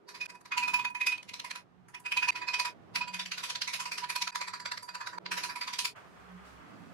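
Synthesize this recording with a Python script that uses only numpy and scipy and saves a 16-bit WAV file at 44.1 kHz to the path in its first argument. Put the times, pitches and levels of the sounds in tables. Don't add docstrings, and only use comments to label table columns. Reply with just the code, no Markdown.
import sys
import numpy as np
from scipy import signal
from scipy.fft import rfft, irfft
from scipy.io import wavfile
from scipy.ndimage import uniform_filter1d

SR = 44100
rng = np.random.default_rng(int(sys.argv[2]) if len(sys.argv) > 2 else 0)


def file_out(sig):
    cols = np.atleast_2d(sig).T
    lim = np.clip(cols, -1, 1)
    pcm = np.round(lim * 32767).astype(np.int16)
    wavfile.write(sys.argv[1], SR, pcm)


N = 305914

# (time [s], knock [dB], treble re knock [dB], first mode [dB], second mode [dB],
# wash re knock [dB], swell [ms])
BLOWS = [(0.089, -53.5, -8, -48, -52, 5, 4.9), (0.148, -53.5, -12.5, -48, -43, 7.5, 4.7),
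         (0.213, -38.5, -14.5, -44.5, -25.5, -4.5, 5.4), (0.2574, -45, -4, -54, -33.5, -11, 3.2),
         (0.3027, -49, -2, -51, -46, -12, 7.2), (0.355, -61.5, 0, -49, -50, -10, 7.4),
         (0.413, -63.5, 7, -57, -76, -17, 4.7), (0.4582, -47, -8.5, -51, -70, -10, 4.2),
         (0.5199, -38, -17.5, -34, -25.5, -3.5, 3.7), (0.5777, -29, -7.5, -24, -25, -6, 3.9),
         (0.6336, -39.5, -12.5, -31, -20, -1.5, 6.6), (0.681, -38.5, -8, -31.5, -22, -3.5, 4.6),
         (0.7399, -31.5, -7, -24.5, -15, -5.5, 3.7), (0.795, -43, -9, -29, -24.5, -2.5, 5.9),
         (0.8506, -32, -11, -28, -21, -14, 3.7), (0.9036, -67, 13, -37.5, -37.5, -12, 4.6),
         (0.9483, -45.5, -4, -32.5, -27, -6, 2.1), (1.0144, -36.5, -9.5, -33, -20.5, -7.5, 5.9),
         (1.0686, -27, -5.5, -36, -16, -9.5, 3.7), (1.1237, -40, -11, -39.5, -23.5, -4.5, 6.4),
         (1.1783, -42.5, -9, -48, -36, -16, 2.2), (1.2281, -42.5, -6.5, -59, -67, -16, 1.9),
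         (1.2942, -41.5, -9, -52, -43, -12, 6.1), (1.3387, -37, -10.5, -42.5, -44, -8, 3.2),
         (1.399, -31.5, -12.5, -43.5, -62, -17.5, 3.8), (1.4459, -44, -9, -47, -40, -1.5, 3.7),
         (1.512, -30, -13, -52, -43, -16, 5.3), (1.5577, -36.5, -9.5, -42, -39.5, -10, 4),
         (1.8834, -66.5, 11.5, -59, -67, -7.5, 1.5), (1.948, -45.5, -4, -46, -35.5, -14, 4),
         (1.9998, -73, 25.5, -51, -78, -14, 2.7), (2.063, -42, -7, -41, -29, -9, 5.9),
         (2.122, -34, -8, -44, -27, -9.5, 4.8), (2.1726, -31.5, -5.5, -33, -17, -10, 4.2),
         (2.2288, -38, -11, -34, -18.5, 0.5, 5.2), (2.2865, -28, -10.5, -27.5, -15, -6, 4.6),
         (2.329, -53, -10, -58, -53, -8, 11), (2.358, -46, -13, -33.5, -31.5, 5.5, 5.1),
         (2.4179, -64, -18, -32.5, -31.5, 18, 4.4), (2.4842, -35.5, -19, -36.5, -25, -1, 6.2),
         (2.5428, -26, -19, -34.5, -22.5, -6.5, 5.8), (2.599, -24, -12.5, -28.5, -25.5, -8, 5.4),
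         (2.6533, -30, -13.5, -27, -29.5, -5.5, 4.4), (2.9586, -27, -12, -33.5, -24.5, -8.5, 4.8),
         (3.0103, -50, -23, -29, -26, 12, 3.3), (3.0805, -38.5, -16.5, -34, -38, -9, 4.4),
         (3.143, -34, -14.5, -39.5, -33, -4, 5.2), (3.1953, -33, -16.5, -37.5, -41, -1.5, 3.3),
         (3.2585, -33, -13, -60, -43, -10.5, 2.6), (3.3173, -28.5, -16.5, -46, -41, -5.5, 3),
         (3.381, -40.5, -11, -40.5, -40, 2, 5.2), (3.4364, -39.5, -8, -44.5, -36, 5.5, 4.6),
         (3.504, -29.5, -16, -40.5, -54, -6, 8.8), (3.557, -24, -20.5, -40.5, -51, -14, 4),
         (3.6196, -24, -15.5, -41.5, -58, -10, 4.4), (3.675, -37.5, -12, -33.5, -50, 4.5, 2.7),
         (3.7355, -41, -7, -41, -34, 7, 4.8), (3.8014, -42, -6.5, -38.5, -37, 5.5, 5.5),
         (3.8538, -36, -10, -30, -36, -3.5, 1.2), (3.916, -37.5, -9, -36.5, -35.5, 1, 2.3),
         (3.983, -34.5, -11, -47, -50, -3.5, 6.3), (4.0446, -36.5, -17.5, -34.5, -64, -9, 8.9),
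         (4.102, -31.5, -6.5, -38, -35.5, -7, 5.7), (4.1604, -25, -9.5, -34, -33.5, -11, 4.2),
         (4.2234, -26.5, -9.5, -35, -48, -12.5, 5.9), (4.275, -28.5, -13, -36, -53, -11.5, 3.5),
         (4.3256, -51, -13, -46, -47, -10, 6.5), (4.3566, -26.5, -12.5, -31, -58, -12, 3.9),
         (4.4139, -31.5, -17, -34, -41.5, -4, 4.3), (4.4816, -34.5, -20, -38.5, -49, -8.5, 5.9),
         (4.5364, -38, -15.5, -39, -70, -2.5, 3.2), (4.6008, -41, -9.5, -37, -74, -9, 3.4),
         (4.659, -27, -25, -35.5, -68, -10, 4), (4.7187, -29, -13.5, -32, -75, -13, 3.7),
         (4.7767, -30.5, -17, -57, -72, -16, 3.5), (4.829, -49, 4, -38, -68, -8, 3.1),
         (4.8912, -42, -12, -43, -44, -9.5, 5), (4.9519, -35, -14, -36, -60, -11, 5.3),
         (5.012, -43.5, -17, -42.5, -43, -1.5, 6), (5.073, -32, -16, -34.5, -71, -9.5, 5.6),
         (5.1325, -59.5, -12, -38, -78, 5.5, 4.9), (5.1812, -52, -17, -34, -76, 7, 3.3),
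         (5.2611, -27, -34, -43, -78, -16, 3), (5.3162, -34, -11, -34, -58, 3, 3.5),
         (5.378, -40.5, -10.5, -36, -45, 6.5, 7.8), (5.4364, -44.5, -7, -34.5, -40, 9.5, 5.1),
         (5.4959, -57.5, -7.5, -38.5, -45, 14.5, 5.5), (5.5571, -49, -6, -33, -76, 5, 2.7),
         (5.6117, -41.5, -11.5, -39, -40, 2.5, 2.8), (5.6786, -42, -11, -39, -48, 0.5, 5.7),
         (5.735, -33.5, -10.5, -39.5, -59, -4.5, 4.5), (5.788, -26, -6.5, -35.5, -34.5, -6, 2.3),
         (5.8536, -28, -4.5, -39, -42, -8, 6.3)]
# (time [s], third mode [dB], upper modes [dB],
# knock near 1.6 kHz [dB], knock near 3 kHz [dB])
GRIP_DRIFT = [(0.1, -39.5, -68, -12, -5.5), (0.3, -54, -67, 1, -1.5), (0.6, -48, -79, -1, 6),
              (1.0, -60, -58.5, 1.5, 8.5), (1.3, -67, -70, -10.5, 8), (1.55, -57.5, -63, 0, -1),
              (2.099, -52.5, -57, 1.5, 12), (2.45, -38, -56, -4.5, -1.5), (2.7, -59, -51, 1.5, 1),
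              (3.15, -37, -50.5, -6, 2), (3.55, -49, -53, -7, 1), (3.9, -44, -65, -5, 1),
              (4.25, -50.5, -57, 0, 1), (4.6, -34, -43.5, 1, -7), (5.1, -43, -56, 4, -8),
              (5.3, -52, -67, -6.5, -2), (5.6, -29, -46, 0, 3), (5.86, -50, -52, -4, 2)]
# (frequency [Hz], family, level re family [dB], t60 [s], left re right [dB])
MANDREL_MODES = [(978.5, "first", -2.5, 0.18, -6.5), (973.3, "first", -13, 0.044, -18.5),
                 (2502.3, "second", -2.5, 0.16, -5.5), (2385, "second", -18.5, 0.069, -6),
                 (4690, "third", -1.5, 0.14, -5.5), (7580, "upper", 1.5, .11, -2),
                 (10800, "upper", -6, 0.076, -3.5), (14600, "upper", -20, .08, -4.5)]
FLUTTER_DB = {"first": 2, "second": 1, "third": 3.5, "upper": 3.5}
RING_SWELL_RATIOS = {"first": 2.32, "second": 1.48, "third": 2.04, "upper": 1.87}
# (frequency [Hz], relative density [dB per Hz])
KNOCK_SPECTRUM = [(290, -100), (500, -24), (876, -22), (968, -5), (1100, -9), (1990, -7.5), (2430, -8.5),
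                  (3330, -15.5), (4570, -9), (6360, -10.5), (7240, -14.5), (11000, -14), (15500, -37)]
# (time [s], fade-back [s])
DROPOUTS = [(0.267, 0.013), (2.307, 0.008), (4.309, 0.022), (5.187, 0.018), (5.948, 0.016)]
# (frequency [Hz], relative density [dB per Hz])
SLIDE_SPECTRUM = [(290, -29), (500, -11.5), (716, -10.5), (968, -9.5), (1240, -6), (3380, -22.5),
                  (4070, -20.5), (7560, -27), (8720, -28.5), (15500, -38)]
# (time [s], rub [dB], hiss [dB])
SLIDE_LEVELS = [(5.95, -46, -81), (5.96, -53.5, -65.5), (6.04, -57, -72.5), (6.2, -60.5, -72),
                (6.43, -54, -72), (6.47, -54.5, -64.5), (6.6, -58.5, -71.5), (6.94, -60.5, -71)]
# (frequency [Hz], width [Hz], level [dB])
SCRAPE_RINGS = [(2611, 60, -81), (3300, 80, -82), (4712, 50, -87), (7620, 120, -82)]
# (frequency [Hz], relative density [dB per Hz])
ROOM_SPECTRUM = [(15, -57.5), (25, -40), (79, -15.5), (116, -8.5), (183, -3), (209, -6), (289, -5.5),
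                 (523, -9.5), (567, -11.5), (722, -8.5), (1020, -12.5), (1170, -12.5), (15500, -52.5)]
# (time [s], level [dB])
ROOM_LEVELS = [(0.0, -68.5), (0.85, -64.5), (1.65, -67.5), (2.7, -62.5), (5.02, -69.5), (5.25, -60.5),
               (5.8, -66), (6.15, -62), (6.4, -64.5), (6.94, -60)]
# (time [s], level [dB])
HUM_LEVELS = [(0.0, -77.5), (0.5, -69.5), (0.8, -61.5), (1.1, -80), (1.7, -67), (2.4, -67.5), (2.7, -72.5),
              (3.15, -53.5), (3.5, -68.5), (3.8, -65), (4.7, -64), (5.12, -67), (5.25, -56), (5.7, -70),
              (6.1, -78), (6.36, -53), (6.57, -74), (6.94, -59)]
# (frequency [Hz], width [Hz], level [dB])
DRONES = [(366, 9.8, -79.5), (408.2, 31, -73.5), (111, 24, -73.5)]
# (time [s], level [dB])
LOW_TONE_LEVELS = [(6.02, -100), (6.2, -66), (6.42, -63), (6.59, -59), (6.645, -74), (6.68, -100)]

LOW_HZ, TREBLE_HZ = 2500, 6500
CRACK_T60_S, WASH_T60_S = 0.0096, 0.28
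TICK_DB, TICK_T60_S = -6, 0.012
KNOCK_PEAK_S, RING_PEAK_S, LONGEST_S = 0.003, 0.008, 0.089
KNOCK_PAN_DB, LOW_KNOCK_PAN_DB = -1.5, -2
RIPPLE_DB, RIPPLE_HZ = 3.5, 350
DETUNE_RATIO, PHASE_SPREAD_RAD = 0.002, 1.0
FIRM_DB, RING_SPREAD_DB = -33, 1
LOW_SLOPE_DB_PER_DB, RING_SLOPE_DB_PER_DB = -0.38, 0.4
WASH_TO_RING_DB_PER_DB = 0.3
SCRAPE_RISE_S = 6.45, 6.7
HUM_HZ, HUM_WIDTH_HZ, LOW_TONE_HZ = 180.5, 9, 65
RUMBLE_DB, MURMUR_DB = -84.5, 3.5
TOP_HZ = 15740


def hammer(size=8192, lead=2048):
    out = np.zeros((2, N + 2 * size))
    t = (np.arange(size) - lead) / SR
    hz, noise = colour(KNOCK_SPECTRUM, size, band=(LOW_HZ, TREBLE_HZ), rows=(len(BLOWS), 2))
    noise = noise * np.where(hz < LOW_HZ, sides(LOW_KNOCK_PAN_DB), 1)
    flutter = {family: undb(db * walk(count=500)) for family, db in FLUTTER_DB.items()}
    grip = np.array(GRIP_DRIFT).T
    next_times_s = [blow[0] for blow in BLOWS[1:]] + [N / SR]
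    for blow, spectrum, next_s in zip(BLOWS, noise, next_times_s):
        s, knock_db, treble_db, first_db, second_db, wash_db, swell_ms = blow
        third_db, upper_db, low_db, middle_db = (np.interp(s, grip[0], column) for column in grip[1:])
        force_db = knock_db - FIRM_DB
        swell_s = max(swell_ms, 0.5) / 1000
        start = int(s * SR)

        low_db += LOW_SLOPE_DB_PER_DB * force_db
        tilt_db = np.interp(np.log(hz), np.log([1640, 3000, 4070, 8360]), [low_db, middle_db, 0, treble_db])
        sound = knock(t, hz, spectrum, tilt_db, knock_db, wash_db, swell_s)

        high_db = RING_SLOPE_DB_PER_DB * force_db + WASH_TO_RING_DB_PER_DB * wash_db
        third_db += high_db + RING_SPREAD_DB * rng.standard_normal()
        upper_db += high_db + RING_SPREAD_DB * rng.standard_normal()
        drive_db = {"first": first_db, "second": second_db, "third": third_db, "upper": upper_db}
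        blow_flutter = {family: gain[start:start + size] for family, gain in flutter.items()}
        sound += mandrel(t, drive_db, swell_s, next_s - s, blow_flutter)

        sound *= t < min(cut_s - s for cut_s, _ in DROPOUTS if cut_s > s)
        out[:, start:start + size] += sound
    return out[:, lead:lead + N]


def knock(t, hz, spectrum, tilt_db, knock_db, wash_db, swell_s):
    after = np.maximum(t, 0)
    knots_hz = np.arange(0, SR / 2, RIPPLE_HZ)
    ripple_db = np.interp(hz, knots_hz, RIPPLE_DB * rng.standard_normal(len(knots_hz)))
    noise = irfft(spectrum * undb(tilt_db + ripple_db))
    rise = np.exp(np.minimum(t - KNOCK_PEAK_S, 0) / swell_s)
    tick = undb(TICK_DB - 60 * np.abs(t - KNOCK_PEAK_S) / TICK_T60_S)
    crack = undb(-60 * after / CRACK_T60_S)
    wash = undb(wash_db - 60 * after / WASH_T60_S)
    end = np.cos(np.pi / 2 * np.clip(after / LONGEST_S, 0, 1))
    return sides(KNOCK_PAN_DB) * undb(knock_db) * noise * rise * (tick + crack + wash) * end


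def mandrel(t, drive_db, swell_s, gap_s, flutter):
    after = np.maximum(t, 0)
    ring_s = min(max(gap_s - 0.003, 0.02), LONGEST_S)
    end = np.cos(np.pi / 2 * np.clip(after / ring_s, 0, 1) ** 2.5)
    out = np.zeros((2, len(t)))
    for mode_hz, family, db, t60_s, pan_db in MANDREL_MODES:
        bent_hz = mode_hz * (1 + DETUNE_RATIO * rng.standard_normal())
        phase = rng.random() * 2 * np.pi + PHASE_SPREAD_RAD * rng.standard_normal((2, 1))
        rise_s = RING_SWELL_RATIOS[family] * swell_s
        swell = np.exp(-0.5 * (np.minimum(t - RING_PEAK_S, 0) / rise_s) ** 2)
        decay = undb(drive_db[family] + db - 60 * after / t60_s)
        ring = np.sin(2 * np.pi * bent_hz * t + phase) * decay
        out += sides(pan_db) * swell * ring * end * flutter[family]
    return out


def fingers():
    hz, noise = colour(SLIDE_SPECTRUM, N, band=(800, 3000), rows=(2,))
    rub = irfft(noise * (hz < 3500), N) * undb(curve(SLIDE_LEVELS, 1, -120) + 2.5 * walk(count=170))
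    hiss = irfft(noise * (hz >= 3500), N)
    hiss = hiss / hiss.std() * undb(curve(SLIDE_LEVELS, 2, -120))
    rings = sum(narrow(ring_hz, width_hz, db + 5 * walk(count=55)) for ring_hz, width_hz, db in SCRAPE_RINGS)
    rings = rings * np.interp(np.arange(N) / SR, SCRAPE_RISE_S, [0, 1])
    return sides(-2.4) * (rub + hiss + rings)


def room():
    rumble = narrow(60, 70, RUMBLE_DB + 4.5 * walk(count=50))
    hum = narrow(HUM_HZ, HUM_WIDTH_HZ, curve(HUM_LEVELS, 1) + 0.83 * walk(count=40))
    drones = sum(narrow(hz, width_hz, db + 4.1 * walk(count=35)) for hz, width_hz, db in DRONES)
    tone = np.sin(2 * np.pi * LOW_TONE_HZ * np.arange(N) / SR) * undb(curve(LOW_TONE_LEVELS, 1, -120))
    return sides(-4.0) * (air() + rumble + hum + drones) + sides(-3.0) * tone


def air():
    hz, noise = colour(ROOM_SPECTRUM, N, band=(250, 750), rows=(2,))
    edges_hz = [0, 150, 300, 450, 700, SR]
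    out = np.zeros((2, N))
    for lo_hz, hi_hz in zip(edges_hz, edges_hz[1:]):
        band = irfft(noise * ((hz >= lo_hz) & (hz < hi_hz)), N)
        spread_db = MURMUR_DB if hi_hz < SR else 0
        out += band * undb(spread_db * walk(count=40))
    return out * undb(curve(ROOM_LEVELS, 1) + 0.74 * walk(count=60))


def colour(points, size, band, rows):
    hz = np.maximum(np.arange(size // 2 + 1) * SR / size, 1)
    points_hz, points_db = np.array(points).T
    gain = undb(np.interp(np.log(hz), np.log(points_hz), points_db))
    inside = (hz > band[0]) & (hz < band[1])
    gain = gain / np.sqrt(np.sum(gain[inside] ** 2) / len(hz))
    return hz, rfft(rng.standard_normal((*rows, size))) * gain


def narrow(hz, width_hz, db):
    edges_hz = [hz - width_hz / 2, hz + width_hz / 2]
    bandpass = signal.butter(2, edges_hz, "bandpass", fs=SR, output="sos")
    tone = signal.sosfilt(bandpass, rng.standard_normal((2, N)))
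    return tone / tone.std() * undb(db)


def walk(count):
    step = N // count + 1
    levels = np.repeat(rng.standard_normal(count), step)
    smooth = uniform_filter1d(uniform_filter1d(levels, step), step)
    return 1.3 * smooth[:N]


def curve(table, column, outside=None):
    rows = np.array(table)
    return np.interp(np.arange(N) / SR, rows[:, 0], rows[:, column], outside, outside)


def sides(pan_db):
    return undb(np.array([[pan_db / 2], [-pan_db / 2]]))


def undb(db):
    return 10 ** (np.asarray(db) / 20)


def scene():
    t, gate = np.arange(N) / SR, np.ones(N)
    for cut_s, back_s in DROPOUTS:
        gate *= np.clip(np.where(t < cut_s, (cut_s - t) / 0.00027, (t - cut_s) / back_s), 0, 1)
    return (hammer() + fingers() + room()) * gate


def record(dry):
    return signal.sosfilt(signal.ellip(10, 0.2, 60, TOP_HZ, fs=SR, output="sos"), dry)


dry = scene()
out = record(dry)
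file_out(out)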